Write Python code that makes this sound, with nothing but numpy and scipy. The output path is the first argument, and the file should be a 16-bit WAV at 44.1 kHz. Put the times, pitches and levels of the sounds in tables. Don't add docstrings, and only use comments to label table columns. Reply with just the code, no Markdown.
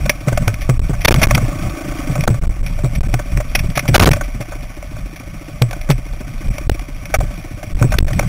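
import sys
import numpy as np
from scipy import signal
from scipy.io import wavfile
from scipy.ndimage import uniform_filter1d

SR = 44100
rng = np.random.default_rng(int(sys.argv[2]) if len(sys.argv) > 2 else 0)


def dump(signal):
    limited = np.clip(np.atleast_2d(signal).T, -1, 1)
    pcm = np.round(limited * 32767).astype(np.int16)
    wavfile.write(sys.argv[1], SR, pcm)


def voltage_ratio(decibels):
    exponent = np.asarray(decibels, float) / 20
    return 10 ** exponent


N = 365148

# start_s, heave_db, strap_hum_db, half_length_s
ROCKS = [(-0, -12, -23.5, 0.096), (0.427, -12.5, -21, 0.095), (0.64, -15.5, -42, 0.24),
         (0.94, -19, -25.5, 0.065), (1.149, -6, -12.5, .09), (1.318, -15.5, -17, 0.16),
         (1.64, -20, -25.5, 0.058), (1.948, -20.5, -34, 0.097), (2.24, -16, -24, 0.17),
         (2.746, -18.5, -29.5, 0.13), (3.055, -10, -26, 0.14), (3.336, -6, -25, 0.041),
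         (3.61, -10.5, -24.5, 0.11), (3.978, -27.5, -13, 0.084), (4.076, -4.5, -13.5, 0.092),
         (4.617, -22, -37.5, 0.061), (4.996, -18.5, -39.5, .09), (5.93, -26.5, -69, 0.24),
         (6.5, -19, -24, 0.1), (6.72, -18.5, -49, 0.092), (7.225, -25, -30.5, 0.17),
         (7.76, -22, -36, 0.087), (7.965, -4.5, -23, 0.14), (8.242, -36.5, -20, 0.12)]
# start_s, peak_db, first_pitch_hz
THUMPS = [(.273, -8, 132), (0.322, -13.5, 110), (.474, -7, 91), (.692, -3, 127), (0.895, -10, 143),
          (1.149, -11, 105), (1.37, -11.5, 96), (1.426, -13.5, 113), (1.634, -18, 114), (2.098, -11, 129),
          (2.18, -12.5, 137), (2.297, -3, 113), (2.837, -8.5, 131), (3.138, -8.5, 116), (3.373, -14, 110),
          (3.637, -16, 99), (3.768, -16, 124), (3.887, -5.5, 120), (4.005, 8.5, 90.7), (4.029, 4.5, 133.4),
          (4.072, 9.5, 84), (4.402, -19, 113), (5.616, -2.5, 119.5), (5.8924, -7.5, 149.9),
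          (5.8985, -5.5, 151.4), (7.227, -19, 126), (7.814, -3.5, 110), (7.842, -6, 140),
          (8.186, -15.5, 160), (8.23, -17.5, 125)]
# start_s, held_ms, travel_ms
PINNED_BACK = [(0.7781, 16.2, 5.8), (1.058, 22.8, 1.2), (1.1102, 4.75, 0.72), (1.2586, 11.8, 5),
               (2.256, 12.8, 14), (2.3937, 20.3, 8), (2.4763, 17.2, 7.2), (2.6163, 11.6, 6.7),
               (2.9912, 16.6, 6.1), (3.0743, 10.5, 7.2), (3.963, 17, 1.2), (4.0037, 5.4, 2.7),
               (4.0142, 5.6, 0.2), (4.0386, 4.5, 3.4), (4.0911, 16, 2.2), (6.4913, 9.4, 6.7),
               (6.674, 21.3, 4.9), (7.1691, 16.7, 6.2), (7.734, 14.1, 8.5), (7.976, 5.9, 11),
               (8.0091, 17.2, 2.3), (8.053, 14, 3.9), (8.2034, 4.4, 12)]
# start_s, held_ms, travel_ms
PINNED_FRONT = [(0.7997, 15.8, 6.3), (1.093, 15.2, 0.44), (1.1246, 17.6, 0.25), (1.2742, 10.7, 8.1),
                (2.2798, 2.44, 2.05), (2.2845, 6.4, 1.1), (2.294, 5.8, 2.6), (2.428, 6.3, 3.7),
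                (2.4582, 11.2, 7.4), (2.5005, 6.5, 7.6), (2.5985, 3.5, 11), (3.0167, 14, 11),
                (3.1097, 2.5, 10), (3.9805, 15.4, 1.97), (4.0436, 14, .7), (4.0863, 1.9, 2.45),
                (6.4745, 6.5, 8.7), (6.6972, 18.5, 3), (7.1912, 9.8, 4.9), (7.757, 9.9, 8.5),
                (7.988, 15.3, 3.2), (8.0307, 14.6, 4.1)]
# start_s,
# peak_db, length_ms
BRIGHT_TICKS = [(.0941, 11.5, 4.84), (.5395, -8, 2.9), (.608, -18.5, 37), (.6965, -3, 1.5), (1.0067, -17.5, 23),
                (1.0475, 15, 10), (1.0799, 10.5, 5.9), (1.1103, -4, 8.3), (1.1932, -19, 11), (1.2291, 12, 7.4),
                (1.3475, 5, 6.1), (2.2069, -6, 3), (2.6606, -16.5, 17), (2.9497, -14, 12), (3.5498, 10, 5.2),
                (3.5897, -8, 9.8), (3.7, -13, 3.4), (3.7534, -10, 30), (3.7915, 1.5, 4.3), (3.8777, -7, 14),
                (4.0654, -10.5, 4.7), (4.112, 0, 5.1), (4.2338, -19.5, 15), (5.1588, -19.5, 9.6),
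                (5.8102, -19, 8.9), (5.911, 6.5, 1.2), (6.697, 7, 3.7), (7.0538, -16, 6.7), (7.9844, 1, 9),
                (8.1307, -11.5, 5)]
# start_s, peak_db, length_ms
HARD_GEAR = [(.0541, -13.5, 9.8), (.276, -14, 20), (.373, -6.5, 5.8), (.4225, -16, 3), (.4769, 1.5, 3),
             (1.0711, 7, 6), (1.1596, -10.5, 5.7), (1.2136, -7.5, 36), (1.3074, 4.5, 3.9),
             (2.2365, -9, 3.5), (3.1396, -7.5, 6.6), (3.3718, -8, 2), (3.7738, -2, 4.9), (3.9412, 0, 9.8),
             (3.9463, 11.5, 16.3), (4.0206, -4, 33), (4.0552, -2.5, 12.6), (4.132, -2.5, 3.5),
             (4.4052, -19, 21), (4.8238, -20.5, 4.5), (5.6206, -1.5, 2), (5.7085, -16.5, 6.5),
             (5.9005, 0.5, 1.47), (6.58, -13.5, 5.6), (6.7925, -18, 5.4), (7.1385, -3.5, 15),
             (7.7887, -21.5, 15), (7.9192, -10, 10), (8.0798, -16, 7.7), (8.1923, 1.5, 3)]
# start_s, peak_db, length_ms
PADDED_GEAR = [(.326, -12.5, 2.6), (.6943, -8, 2.3), (.9323, -22, 7.9), (1.1174, -15, 8.5),
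               (1.141, -12, 6.4), (1.3753, -7.5, 4.1), (2.1524, -19.5, 8.9), (2.2752, -3.5, 2.27),
               (2.3406, -25, 8.6), (2.422, -32, 30), (2.7878, -24.5, 6), (2.8439, -16.5, 2.8),
               (3.0307, -26.5, 7.5), (3.1907, -20, 8.2), (3.401, -18, 9.3), (3.8531, -19, 3.4),
               (3.9944, 3, 8.7), (4.0739, -13, 4.1), (4.164, -26.5, 10), (4.2088, -11, 3.4),
               (4.5165, -27.5, 24), (4.9647, -30, 5.4), (5.7287, -15.5, 3.6), (5.888, -18.5, 4),
               (7.2029, -18, 8.8), (7.6277, -22, 4.2), (7.8235, -9, 4.1), (7.9374, -14, 5.9),
               (8.102, -25, 13), (8.225, -25.5, 11)]
# pitch_hz, width_hz, level_db
HOLLOW_RINGS = [(588.2, 61, 3), (755, 96, -7), (1138, 71, -5.5), (1288, 110, -11), (1522, 80, -5),
                (945, 296, -14.5)]
# pitch_hz, width_hz, level_db
BRIGHT_RINGS = [(1700, 115, -4), (2188, 250, -0.5), (2462, 160, 2.5), (2720, 190, -10.5), (3370, 510, -6.5),
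                (2060, 3500, -15.5)]
# pitch_hz, width_hz, level_db
SILENCER = [(110, 41, 14), (229, 77, -12), (332, 150, -7.5)]
# pitch_hz, width_hz, level_db
PANEL = [(1135, 40, 1), (1270, 60, -6)]
# start_s, level_db, pipe_note_hz
THROTTLE = [(0, -39, 300), (.9, -47.5, 276), (1.4, -38, 272), (1.58, -37.5, 300), (1.8, -35, 312),
            (1.95, -34.5, 288), (2.12, -36.5, 260), (2.4, -46.5, 269), (2.75, -42, 274), (3.6, -43, 270),
            (4.1, -38, 276), (4.5, -45, 277), (6.3, -44.5, 279.7), (6.65, -44.5, 302), (6.9, -47, 283),
            (7.7, -43, 273), (8.28, -37.5, 284)]
# start_s, firings_per_s
SPEED = [(0, 18.28), (.6, 20.15), (1.2, 27.55), (2.0, 23.7), (2.2, 19.28), (2.6, 12.93), (3.0, 15.95),
         (3.4, 15.5), (3.8, 18.15), (4.2, 15.5), (4.4, 13.93), (5.2, 14.25), (5.8, 13.48), (6.2, 14.77),
         (6.8, 14.22), (7.4, 15.48), (7.8, 13.58)]

STOP = 0.96
STEADY_RATE = 15


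def rms_one(x):
    return x / np.sqrt(np.mean(x ** 2) + 1e-20)


def band(x, low_hz, high_hz):
    return signal.sosfilt(signal.butter(2, [low_hz, high_hz], "band", fs=SR, output="sos"), x)


def drift(rate):
    r = np.exp(-80 * np.pi * rate / SR)
    slow = signal.lfilter([1], [1, -2 * r, r * r], rng.standard_normal(N // 40 + 2002))
    slow = rms_one(slow[2000:])
    return np.interp(np.arange(N) / 40, np.arange(len(slow)), slow)


def resonate(x, modes, flutter_db=0):
    out = 0
    for k, (hz, width_hz, level_db) in enumerate(modes):
        r = np.exp(-np.pi * width_hz / SR)
        a = [1, -2 * r * np.cos(2 * np.pi * hz / SR), r * r]
        fed = x * voltage_ratio(level_db + flutter_db * drift(38.0)) + 1e-18
        ring = signal.lfilter([(1 - r * r) / 2, 0, (r * r - 1) / 2], a, fed)
        out = out + (-1) ** k * ring
    return out


def ground():
    t = np.arange(N // 40 + 2) * 40 / SR
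    s, heave_db, hum_db, half_s = np.transpose(ROCKS)[:, :, None]
    bell = np.exp(-((t - s) / np.maximum(half_s, .02)) ** 2)
    heave = voltage_ratio(-28.5) + np.sum(voltage_ratio(heave_db) * bell, axis=0)
    hum = voltage_ratio(-36.5) + np.sum(voltage_ratio(hum_db) * bell, axis=0)
    return [np.interp(np.arange(N) / SR, t, 20 * np.log10(v)) for v in (heave, hum)]


def shake(heave_db, hum_db):
    heave = band(band(rng.standard_normal(N), 12, 40), 12, 58) * voltage_ratio(3.4 * drift(5.6))
    heave = voltage_ratio(heave_db + 8) * rms_one(heave)
    heave = .7 * np.tanh(heave / .7)
    hum = band(band(rng.standard_normal(N), 62, 170), 55, 200) * voltage_ratio(3.5 * drift(14))
    return heave + voltage_ratio(hum_db + 2.5) * rms_one(hum)


def thumps():
    mount_hz, jolt_share = 113, .4
    jolt_t60_s, mount_t60_s = 0.087, 0.23
    out, knock, t = np.zeros(N + SR), np.zeros(N + SR), np.arange(SR // 2) / SR
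    fade = jolt_share * voltage_ratio(-60 * t / jolt_t60_s) + (1 - jolt_share) * voltage_ratio(-60 * t / mount_t60_s)
    shape = fade * (1 - np.exp(-t / 0.0015))
    for s, peak_db, hz in THUMPS:
        pitch_hz = mount_hz + 0.99 * (hz - mount_hz + 12) * np.exp(-t / .03)
        swing = shape * np.sin(2 * np.pi * np.cumsum(pitch_hz) / SR)
        i = round(s * SR)
        out[i:i + len(t)] -= voltage_ratio(min(peak_db, -2) + 5.5) * swing
        knock[i:i + len(t)] += voltage_ratio(peak_db - 9.5) * np.exp(-t / .012)
    return out[:N] + knock[:N] * rms_one(band(rng.standard_normal(N), 190, 500))


def jolts():
    return_share = 0.99
    travel, pressed, t = np.zeros(N), np.zeros(N), np.arange(N) / SR
    for rows, side in [(PINNED_BACK, -1), (PINNED_FRONT, 1)]:
        for s, held_ms, travel_ms in rows:
            end = s + held_ms / 1000
            near = slice(round((s - .02) * SR), round((end + .02) * SR))
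            corners = [s - travel_ms / 1000, s, end, end + return_share * travel_ms / 1000]
            travel[near] += side * np.interp(t[near], corners, [0, 1, 1, 0])
            pressed[round(s * SR):round(end * SR)] = side
    return travel, pressed


def strikes():
    bright, hollow, t = np.zeros(N + SR), np.zeros(N + SR), np.arange(SR // 10) / SR
    for rows, hollow_db in [(BRIGHT_TICKS, -22), (HARD_GEAR, -10), (PADDED_GEAR, -2.5)]:
        for s, peak_db, ms in rows:
            contacts = rng.standard_normal(len(t)) ** 3
            fade = np.exp(-(1000 * t / max(ms, 1)) ** 2) + 0.153 * np.exp(-t / 0.011)
            shape = (1 - np.exp(-t / 0.00041)) * fade
            burst = shape * contacts
            burst = burst * np.sqrt(np.sum(shape ** 2) / np.sum(burst ** 2))
            i = round(s * SR)
            bright[i:i + len(t)] += voltage_ratio(peak_db) * burst
            hollow[i:i + len(t)] += voltage_ratio(peak_db + hollow_db) * burst
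    return voltage_ratio(3) * resonate(bright[:N], BRIGHT_RINGS) + voltage_ratio(21) * resonate(hollow[:N], HOLLOW_RINGS)


def firing_rate():
    s, rate = np.transpose(SPEED)
    row = np.searchsorted(s, np.arange(N) / SR, side="right") - 1
    return uniform_filter1d(rate[row], size=4410)


def hiss_level(hum_db):
    s, pop_db, _ = np.transpose(THROTTLE)
    load_db = np.interp(np.arange(N) / SR, s, pop_db) - pop_db.mean()
    valves_db = -40 + 0.51 * load_db + 0.2739 * (firing_rate() - STEADY_RATE)
    chatter_db = -38 + 0.53 * (hum_db + 24.5)
    return 10 * np.log10(voltage_ratio(valves_db) ** 2 + voltage_ratio(chatter_db) ** 2)


def exhaust(count, since, per_s, strength, gate):
    t = np.arange(N) / SR
    s, pop_db, pipe_hz = np.transpose(THROTTLE)
    uneven = np.clip(28 / per_s, 0, 1.1) ** 2
    scatter = 1 + .09 * uneven * rng.standard_normal(800)[count]
    note = np.sin(2 * np.pi * np.interp(t - since, s, pipe_hz) * since * scatter)
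    pop = strength * note * np.exp(-since / 0.0057) * (1 - np.exp(-since / 0.0062))
    puff = resonate(gate * rng.standard_normal(N), SILENCER)
    return voltage_ratio(np.interp(t, s, pop_db) + 4) * (rms_one(pop) + uneven * rms_one(puff))


def engine_noise(gate, per_s, hiss_db):
    revs = per_s / 2 - STEADY_RATE
    grain = voltage_ratio(3.9 * np.minimum(rng.exponential(1, N), 5)) * rng.standard_normal(N)
    grain = grain * voltage_ratio(0.66 * drift(38.0))
    early_gate = np.roll(gate, -250)
    valves = resonate(grain * (1 + 1.3 * early_gate), BRIGHT_RINGS, flutter_db=1.5)
    hollow = resonate(grain * (1 + 1.3 * gate), HOLLOW_RINGS, flutter_db=1.8)
    hollow = band(hollow, 320, 2400)
    drone = voltage_ratio(-57.5 + 1.07 * revs) * rms_one(resonate(grain, PANEL, flutter_db=4.0))
    ringing = rms_one(valves) + voltage_ratio(1.0 + .15 * revs) * rms_one(hollow)
    return drone + voltage_ratio(hiss_db - 4.0) * ringing


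def engine(hiss_db):
    turns = 2 * (.19 + np.cumsum(firing_rate()) / SR)
    per_s = uniform_filter1d(np.gradient(turns) * SR, size=8000)
    count = np.floor(turns).astype(int)
    since = (turns - count) / per_s
    strength = voltage_ratio(np.where(count % 2, -14, 0) + 3.2 * rng.standard_normal(800)[count + 5])
    gate = strength * np.exp(-since / .012) * (1 - np.exp(-since / .003))
    return exhaust(count, since, per_s, strength, gate) + engine_noise(gate, per_s, hiss_db)


def scene():
    heave_db, hum_db = ground()
    travel, pressed = jolts()
    free = 1 - np.clip(uniform_filter1d(np.abs(travel), size=441) * 1.5, 0, 1)
    slow = shake(heave_db, hum_db) + thumps()
    slow = 1.2 * np.tanh(slow / 1.2)
    pinned = STOP * (travel + 0.98 * pressed)
    mix = free * slow + engine(hiss_level(hum_db)) + strikes() + pinned
    return mix[None]


def roll_off(x):
    return signal.sosfilt(signal.butter(12, 16460, fs=SR, output="sos"), x)


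def record(dry):
    coupling_s, converter_hz, top_hz = .002, 8000, 15700
    r = np.exp(-1 / (coupling_s * SR))
    stopped = np.clip(dry[0], -STOP, STOP)
    coupled = voltage_ratio(1.02) * signal.lfilter([1, -1], [1, -r], stopped)
    sampled = signal.resample_poly(coupled, converter_hz // 50, SR // 100)[::2]
    sampled = sampled + voltage_ratio(-66) * rng.standard_normal(len(sampled))
    wrapped = np.where(np.abs(sampled) > 1, 0, sampled)
    held = signal.resample_poly(np.repeat(wrapped, 6), 147, 160)[:N]
    held = signal.sosfilt(signal.ellip(12, .5, 45, top_hz, fs=SR, output="sos"), held)
    mix = np.clip(held, -1, 1)[None]
    return roll_off(mix)


dry = scene()
out = record(dry)
dump(out)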